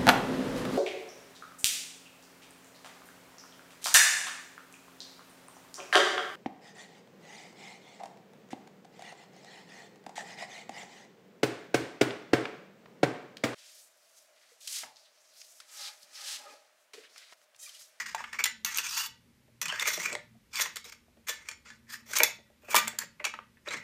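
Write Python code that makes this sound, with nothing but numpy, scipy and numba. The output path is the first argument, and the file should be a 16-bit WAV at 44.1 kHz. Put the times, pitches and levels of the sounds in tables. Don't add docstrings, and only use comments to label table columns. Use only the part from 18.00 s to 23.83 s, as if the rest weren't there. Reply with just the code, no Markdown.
import sys
import numpy as np
from scipy import signal
from scipy.fft import rfft, irfft
from scipy.io import wavfile
from scipy.ndimage import uniform_filter1d
from numba import njit

SR = 44100
rng = np.random.default_rng(int(sys.argv[2]) if len(sys.argv) > 2 else 0)


def transcribe(u):
    v = np.clip(np.atleast_2d(u).T, -1, 1)
    q = np.round(v * 32767).astype(np.int16)
    wavfile.write(sys.argv[1], SR, q)


def nominal_scale(level):
    x = np.asarray(level, float) / 20
    return 10 ** x


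N = 257098

# (low edge [Hz], high edge [Hz])
CONTACT_BANDS = [(300, 850), (850, 2950), (2950, 9000), (9000, 16400)]
# (frequency [Hz], relative density [dB])
HOUSE_SPECTRUM = [(15, -37.5), (25, -17.5), (82, -4), (170, -16), (206, -11.5), (229, -7.5), (335, -15.5),
                  (560, -18), (734, -29), (818, -22), (1480, -24), (2220, -21), (2840, -25), (12900, -32.5),
                  (16000, -37)]
# (centre [Hz], width [Hz], level at rest [dB])
HUM_BANDS = [(122, 17, -80.5), (175, 49, -80), (228.8, 28, -78.5)]
# (time [s], then added level at the peak for each
# hum band [dB])
HANDLING_RUMBLES = [(0.02, -81, -77.5, -61.5), (.53, -92, -75, -69.5), (.63, -84, -79, -72),
                    (1.67, -68.5, -59.5, -69.5), (2.0, -83, -57.5, -73), (2.18, -64, -79, -66), (2.29, -73, -75, -94),
                    (2.69, -85, -73, -75), (3.75, -79.5, -83, -63), (3.95, -85, -88.5, -64.5),
                    (4.2, -69.5, -73.5, -71.5), (4.77, -54.5, -59.5, -51.5), (5.45, -81, -70.5, -75),
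                    (5.76, -82, -59, -62)]
# (time [s], length [s], scrape at start [dB], fade to the
# end [dB], ring over scrape [dB])
SHORT_STROKES = [(0, 0.044, -31.5, -19.5, -1), (0.064, .07, -39.5, -11, 2.5), (0.183, .15, -43, -18, -3),
                 (0.333, .045, -39, -14, -7), (0.391, .04, -32, -15.5, -10.5), (2.774, .04, -46.5, -22, 1),
                 (2.853, 0.045, -51.5, -1.5, 5), (2.923, 0.037, -50.5, -21, 2.5),
                 (3.273, 0.1, -43, -21.5, 5.5), (3.368, 0.135, -60, 4, 0), (3.519, 0.05, -47.5, -33, -3),
                 (3.654, .12, -55.5, -14.5, 1), (4.247, .12, -42, -19, 0), (4.779, 0.021, -24, -17.5, 4),
                 (4.802, 0.062, -43.5, -1, -3.5), (4.875, 0.12, -45.5, -16, -6), (4.989, 0.058, -37, -15.5, 0),
                 (5.2, 0.036, -41, -26, -28), (5.27, 0.043, -38.5, -27, -3), (5.339, 0.053, -42, -26.5, -18)]
# (time [s], scrape [dB], ring over scrape [dB])
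BAR_STROKES = [
    [(0.66, -38, 2), (0.744, -44.5, 3.5), (0.78, -34.5, 6), (0.786, -31, 0), (0.828, -46.5, 4),
     (0.856, -35, 3), (0.898, -40.5, 8), (1.05, -34.5, 2), (1.07, -42, 6)],
    [(1.63, -38, 7), (1.65, -44, -11), (1.66, -47, 1), (1.676, -45, -14), (1.686, -32, -8),
     (1.716, -35.5, -16), (1.724, -38, -5), (1.752, -47, -1), (1.79, -38.5, -6)],
    [(1.81, -31.5, 4), (1.84, -39, -7), (1.872, -30.5, 3.5), (1.95, -46.5, 12.5), (1.978, -35, 4),
     (2.024, -41.5, 3), (2.064, -32, -3), (2.084, -42, -3), (2.14, -39, -7)],
    [(2.51, -74, 2.5), (2.532, -44.5, 3.5), (2.556, -35, 0), (2.584, -38.5, 7), (2.592, -36, -6),
     (2.61, -34, 11), (2.67, -41.5, -2), (2.702, -53, -6), (2.74, -58, 1)],
    [(3.87, -69.5, -6), (3.904, -47, 8), (3.934, -46, 6.5), (4.02, -68.5, -6)],
    [(4.06, -64.5, 5), (4.13, -42, 6.5), (4.136, -37.5, 4), (4.15, -39, 4.5), (4.17, -29, 7.5),
     (4.196, -33, 1), (4.2, -25.5, -11.5)],
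    [(4.62, -66, -4), (4.64, -58, -5.5), (4.658, -53, -7), (4.678, -58, -3), (4.684, -45.5, -15.5),
     (4.708, -38.5, 4), (4.735, -34.5, -6.5)],
    [(5.65, -73.5, 3.5), (5.662, -46.5, -7), (5.678, -38, -9.5), (5.69, -51, -9), (5.738, -35, 0.5),
     (5.83, -57.5, -11)],
]
# (time [s], rumble over scrape [dB], sizzle over ring [dB], groove cavity [Hz], singing of the bar [Hz])
GUN_TURNING = [(0, -34, -12, 1880, 5000), (.3, -16, -18, 1660, 5140), (.42, -25, -7, 2380, 5270),
               (.66, -43, -3, 2730, 6430), (.74, -35, -11, 1920, 6100), (.8, -19, -6, 2740, 5950),
               (.86, -50, -10, 2330, 6200), (.92, -48, -7.5, 2550, 4800), (1.06, -40, -1.5, 2950, 4670),
               (1.62, -7.5, -5, 2410, 5660), (1.701, -44, -21, 3190, 5200), (1.74, -20, -16, 1550, 4570),
               (1.86, -18, -9, 2190, 6230), (1.88, -17, -5.5, 1900, 6070), (1.99, -14, -10, 1940, 5600),
               (2.03, -24, -7, 2230, 5900), (2.14, -3, -17.5, 2270, 6600), (2.55, -48, -9.5, 2360, 5000),
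               (2.63, -16, -5.5, 1800, 5900), (2.9, -23, -7.5, 2200, 5170), (3.3, -15, -9, 1950, 6300),
               (3.7, -15, -27, 2100, 4750), (3.93, -19.5, -4.5, 1750, 4940), (4.1, -4.5, -3, 2000, 5760),
               (4.159, -19.5, -10, 2200, 5970), (4.185, -14.5, -0.5, 2200, 6230),
               (4.21, -12.5, -4, 2200, 6190), (4.7, -24, -3, 2470, 6880), (4.8, -12, -2.5, 1850, 6400),
               (5.0, -15.5, -4.5, 1730, 6700), (5.249, -11, -11.5, 2250, 5500), (5.4, -14, -26, 2000, 4800),
               (5.68, -1, -21, 1900, 5050), (5.74, -15, -32, 2200, 4000), (5.83, -13, -22, 1960, 4000)]
# (time [s], clack before the mix [dB], ring over clack [dB], rattle 60 dB decay [ms], note of struck part [Hz])
STEEL_KNOCKS = [(0.0577, -29.5, -13, 24, 1790), (0.147, -14.5, -2.5, 32, 890), (0.2057, -26, -15, 29, 964),
                (0.24, -17, -16.5, 51, 3140), (0.3299, -26, 1.5, 45, 1770), (0.3892, -30.5, 1, 46, 2340),
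                (0.4396, -8.5, 5, 37, 7080), (0.456, -12.5, 1, 82.7, 2002), (0.6472, -15, 3.5, 34, 6300),
                (0.746, -41.5, 22, 27, 6560), (0.7729, -20.5, 7.5, 69, 12800), (0.7844, -14, 5.5, 21, 2620),
                (1, -24, -4, 52, 2820), (1.6147, -17, 2.5, 77, 5980), (1.656, -18, 0.5, 53, 2490),
                (1.6824, -24.5, 6, 58, 2950), (1.7235, -16.5, -6.5, 21, 1630), (1.796, -15, 0.5, 49, 3600),
                (1.856, -25.5, 1, 40, 2370), (1.9038, -19, -12, 42, 2110), (2.1281, -34, 12, 55, 7700),
                (2.1515, -15, -4.5, 15, 2085), (2.556, -37, 18.5, 48.5, 4620), (2.5873, -19, -2, 36, 2280),
                (2.5963, -11, -5, 30, 4570), (2.6096, -16.5, 5, 13, 6860), (2.6195, -20, 10.5, 23, 1790),
                (2.659, -20.5, -11, 33, 1023), (2.7582, -27, 5, 52, 1980), (2.768, -23, 3, 33, 6780),
                (2.8429, -36, 2.5, 56, 3830), (2.9204, -45, 6, 93, 2200), (3.2726, -36, 3, 39.3, 1730),
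                (3.2843, -23, 5.5, 71, 2360), (3.2916, -25.5, 6.5, 195, 1763),
                (3.487, -22.5, 5.5, 32, 2384), (3.5131, -35.5, 8, 39, 1930),
                (3.6572, -39.5, -14.5, 71, 1420), (3.7024, -33.5, -3.5, 73, 1728),
                (3.9062, -38, -2, 39, 1730), (4.1333, -20.5, 4.5, 35, 1530), (4.155, -17.5, 0, 17, 2260),
                (4.169, -19, 8.5, 32, 7370), (4.1855, -22, 12, 30, 12800), (4.2033, 2, -16, 18, 2320),
                (4.2331, -6.5, 7.5, 35, 12300), (4.2428, -13.5, -3.5, 34, 2060),
                (4.7085, -47, 16.5, 30, 2310), (4.7441, -3, -8.5, 21.3, 950), (4.7524, -11, 5, 89, 1197),
                (4.7616, -5, 2.5, 67, 2338), (4.7674, -21.5, 6.5, 28, 1210), (4.7847, -22, -0.5, 40, 3570),
                (4.8739, -14, -11.5, 20, 2200), (4.879, -13.5, 0.5, 23, 7650), (4.9876, -20, 9.5, 30, 7280),
                (5.2, -24, -30, 37, 2050), (5.242, -15.5, -3.5, 65, 2590), (5.2504, -12, 1, 44, 2360),
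                (5.266, -21, -23, 42, 2220), (5.339, -19, -19, 23, 1274), (5.389, -25, -38.5, 14, 1210),
                (5.5703, -43.5, -25, 36, 1767), (5.661, -34, -15, 57, 2180), (5.674, -23.5, -17, 16, 2390),
                (5.686, -29.5, 2.5, 36, 3850), (5.707, -24.5, -4, 170, 4040), (5.7194, -35, -11, 13, 2080),
                (5.742, -23.5, -16, 59, 1770)]
# (time [s], level before the mix [dB], note [Hz])
STOCK_THUDS = [(.1453, -36.5, 480), (.19, -43.5, 380), (.4389, -39.5, 480), (.7837, -35, 460),
               (1.07, -51, 480), (1.478, -46, 635), (1.657, -44, 600), (1.7224, -23.5, 620),
               (1.874, -23.5, 600), (1.975, -20, 620), (2.1276, -19.5, 577), (2.1511, -20, 590),
               (2.349, -50, 700), (2.598, -40, 480), (2.659, -31, 500), (2.7597, -36, 500),
               (2.855, -38, 480), (3.0794, -48, 700), (3.1694, -39.5, 480), (3.2912, -33, 480),
               (3.487, -44, 500), (4.1, -39, 600), (4.1544, -39.5, 600), (4.2025, -10, 620),
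               (4.2322, -23, 620), (4.285, -26, 620), (4.385, -36, 560), (4.4994, -41, 600),
               (4.6342, -38, 598), (4.6844, -25.5, 562), (4.7434, -12.5, 620), (4.7678, -17, 620),
               (4.875, -30, 600), (4.93, -29, 600), (5.034, -33, 560), (5.203, -28, 600),
               (5.2507, -26, 600), (5.34, -34.5, 600), (5.39, -35.5, 500), (5.68, -33, 450),
               (5.7404, -22, 450)]
# (frequency [Hz], relative gain [dB], t60 [s])
STEEL_MODES = [(498, 3.5, 0.1), (629, 4, 0.033), (917, 2, 0.26), (1210, -3, 0.5), (1405, -1, 0.32),
               (1520, 7, 0.4), (1770, 5, 0.33), (1930, -0.5, 0.54), (1945, 9, 0.3), (2200, 5.5, 0.15),
               (2430, -2.5, 0.11), (2437, 1.5, 0.26), (2601, 5.5, 0.12), (2895, 0.5, 0.26), (3495, 7, 0.05),
               (4040, 3.5, 0.064), (4620, 2, .025), (5540, 0.5, 0.071), (5900, -0.5, 0.047),
               (6680, -0.5, 0.018), (7080, 2.5, 0.014), (7580, 4, 0.037), (9270, -0.5, 0.058),
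               (10270, -8, .015), (12500, 9, 0.09), (13600, 8, 0.017), (15900, -0.5, 0.0033)]
# (frequency [Hz], t60 [s])
ROOM_DECAY = [(250, 0.24), (1400, 0.24), (3700, 0.33), (9700, 0.17), (15000, 0.12)]


def band(x, lo_hz, hi_hz):
    return signal.sosfilt(signal.butter(5, [lo_hz, hi_hz], "bandpass", fs=SR, output="sos"), x)


def unit(x):
    return x / np.sqrt(np.mean(x ** 2))


def walk(rate):
    hold = int(SR / rate)
    steps = np.repeat(rng.standard_normal(N // hold + 1), hold)
    return unit(uniform_filter1d(steps, hold)[:N])


def grit(sharp_db):
    return unit(rng.standard_normal(N) * nominal_scale(sharp_db * rng.exponential(size=N)))


def turning(s):
    at, *columns = np.transpose(GUN_TURNING)
    return [np.interp(s, at, column) for column in columns]


def house_hiss():
    level_db = -67.5
    hz, db = np.transpose(HOUSE_SPECTRUM)
    f = np.maximum(np.fft.rfftfreq(N, 1 / SR), 1)
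    shape = nominal_scale(np.interp(np.log(f), np.log(hz), db))
    return nominal_scale(level_db) * unit(irfft(rfft(rng.standard_normal(N)) * shape, N))


def hum_and_handling():
    waver_db, rise_s, settle_s = 5.5, 0.09, 0.27
    t = np.arange(N) / SR
    shapes = [nominal_scale(-20 * np.maximum((row[0] - t) / rise_s, (t - row[0]) / settle_s)) for row in HANDLING_RUMBLES]
    hum = 0
    for (centre, width, rest_db), peaks_db in zip(HUM_BANDS, np.transpose(HANDLING_RUMBLES)[1:]):
        level = nominal_scale(rest_db + waver_db * walk(3.6)) + nominal_scale(peaks_db) @ shapes
        noise = unit(band(rng.standard_normal(N), centre - width / 2, centre + width / 2))
        hum = hum + level * noise
    return hum


def strokes():
    touch_s = 0.006
    t = np.arange(N) / SR
    scrape, ring_env = np.zeros(N), np.zeros(N)
    rubs = [[(s, db, ring_db), (s + length, db + fade_db, ring_db)]
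            for s, length, db, fade_db, ring_db in SHORT_STROKES]
    for stroke in list(BAR_STROKES) + rubs:
        s, db, ring_db = np.transpose(stroke)
        a, b = max(int((s[0] - touch_s) * SR), 0), int((s[-1] + touch_s) * SR)
        now = t[a:b]
        touch = np.clip(np.minimum(now - s[0], s[-1] - now) / touch_s + 1, 0, 1)
        scrape[a:b] += touch * nominal_scale(np.interp(now, s, db))
        ring_env[a:b] += touch * nominal_scale(np.interp(now, s, db + ring_db))
    rumble_db, sizzle_db, groove_hz, bar_hz = turning(t)
    env = np.array([scrape * nominal_scale(rumble_db), scrape, ring_env, ring_env * nominal_scale(sizzle_db)])
    catch_and_slip = nominal_scale(3 * walk(120))
    return env * catch_and_slip, groove_hz, bar_hz


@njit
def sweep(x, hz, width):
    y, b, l = np.empty(len(x)), 0., 0.
    for i in range(len(x)):
        g, k = np.tan(np.pi * hz[i] / SR), width / hz[i]
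        v = (b + g * (x[i] - l)) / (1 + g * (g + k))
        b, l, y[i] = 2 * v - b, l + 2 * g * v, k * v
    return y


def knocks():
    crest = 3.43
    bands, notes = np.zeros((4, N)), np.zeros(N)
    t = np.arange(SR // 8) / SR
    stretch = np.array([[1.6], [1.], [.8], [.7]])
    tick = np.array([[0.], [.3], [.8], [1.2]]) * nominal_scale(-60 * t / 0.017)
    attack = np.minimum(t / 0.00024, 1)
    chatter = grit(1.5)
    flutter = nominal_scale(4 * walk(500))
    # time [s], level per band [dB], rattle decay [ms], note [Hz], note over rattle [dB]
    blows = []
    for s, db, ring_db, ms, hz in STEEL_KNOCKS:
        sizzle_db = turning(s)[1]
        blows.append((s, db + np.array([-38, 0, ring_db, ring_db + sizzle_db]), ms, hz, -2.5))
    for s, db, hz in STOCK_THUDS:
        blows.append((s, db + np.array([-4, -9.5, -29.0, -46.0]), 41.8, hz, -4))
    for s, db, ms, note_hz, note_db in blows:
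        i = int(s * SR)
        n = min(len(t), N - i)
        decay = nominal_scale(-60 * t / (stretch * ms / 1000))
        fall = ((tick + decay) * attack)[:, :n]
        rattle = fall * chatter[i:i + n]
        rattle *= np.sqrt(np.sum(fall ** 2, 1) / np.sum(rattle ** 2, 1))[:, None]
        size = nominal_scale(db[:, None]) / crest
        bands[:, i:i + n] += size * rattle
        own = np.searchsorted([lo for lo, _ in CONTACT_BANDS[1:]], note_hz)
        note_fall = fall[1] ** (0.29 + note_hz / 5000)
        tone = np.sin(2 * np.pi * note_hz * t[:n])
        notes[i:i + n] += nominal_scale(note_db) * size[own] * note_fall * flutter[i:i + n] * tone
    return bands, notes


def contact_noise(hit, slide, scrape):
    contact = 0
    for k, (lo_hz, hi_hz) in enumerate(CONTACT_BANDS):
        whole = np.sqrt(SR / 2 / (hi_hz - lo_hz))
        contact = contact + band(whole * (hit[k] + slide[k] * scrape), lo_hz, hi_hz)
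    return contact


@njit
def ring(x, pole, feed, step):
    y = np.zeros(len(x))
    for m in range(len(pole)):
        z = 0j
        for i in range(len(x)):
            z = z * pole[m] + x[i] * feed[m, i // step] + 1e-18
            y[i] += 2 * (1 - abs(pole[m])) * z.imag
    return y


def ringing_steel(contact):
    hz, db, t60 = np.transpose(STEEL_MODES)
    jumps = rng.standard_normal((len(hz), N // 256 + 1))
    shift = uniform_filter1d(jumps, size=12, axis=1) * np.sqrt(12)
    pole = np.exp(2j * np.pi * hz / SR - np.log(1000) / (t60 * SR))
    modes = ring(contact, pole, nominal_scale(db[:, None] + 3 * shift), 256)
    return modes * nominal_scale(4.0 * walk(70))


def gun():
    slide, groove_hz, bar_hz = strokes()
    hit, notes = knocks()
    scrape = grit(1.8)
    contact = contact_noise(hit, slide, scrape)
    modes = ringing_steel(contact)
    groove = nominal_scale(14.5) * sweep(slide[1] * scrape, groove_hz, 190.0)
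    bar = nominal_scale(3.5) * sweep(slide[2] * scrape, bar_hz, 250.0)
    return 0.37 * contact + nominal_scale(-9.5) * modes + groove + bar + band(notes, 490, 22000)


def room(x):
    t = np.arange(SR // 2) / SR
    hz, t60 = np.transpose(ROOM_DECAY)
    tail = np.zeros(len(t))
    for f in 100 * 2 ** np.arange(0, 7.4, 1 / 3):
        noise = band(rng.standard_normal(len(t)), f / 2 ** (1 / 6), f * 2 ** (1 / 6))
        tail += noise * nominal_scale(-60 * t / np.interp(np.log(f), np.log(hz), t60))
    tail = tail * np.clip((t - .003) / 0.0091, 0, 1)
    tail = tail / np.sqrt(np.sum(tail ** 2))
    return nominal_scale(-12) * signal.fftconvolve(x, tail)[:N]


def scene():
    near = gun()
    return (near + room(near) + house_hiss() + hum_and_handling())[None]


def low_pass(x):
    return signal.sosfilt(signal.butter(12, 16510, fs=SR, output="sos"), x)


def record(dry):
    rounded = np.tanh(0.9 * dry) / 0.91
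    top_shelf = signal.ellip(7, .5, 24, 15300, fs=SR, output="sos")
    mix = signal.sosfilt(top_shelf, rounded)
    return low_pass(mix)


dry = scene()
out = record(dry)
transcribe(out)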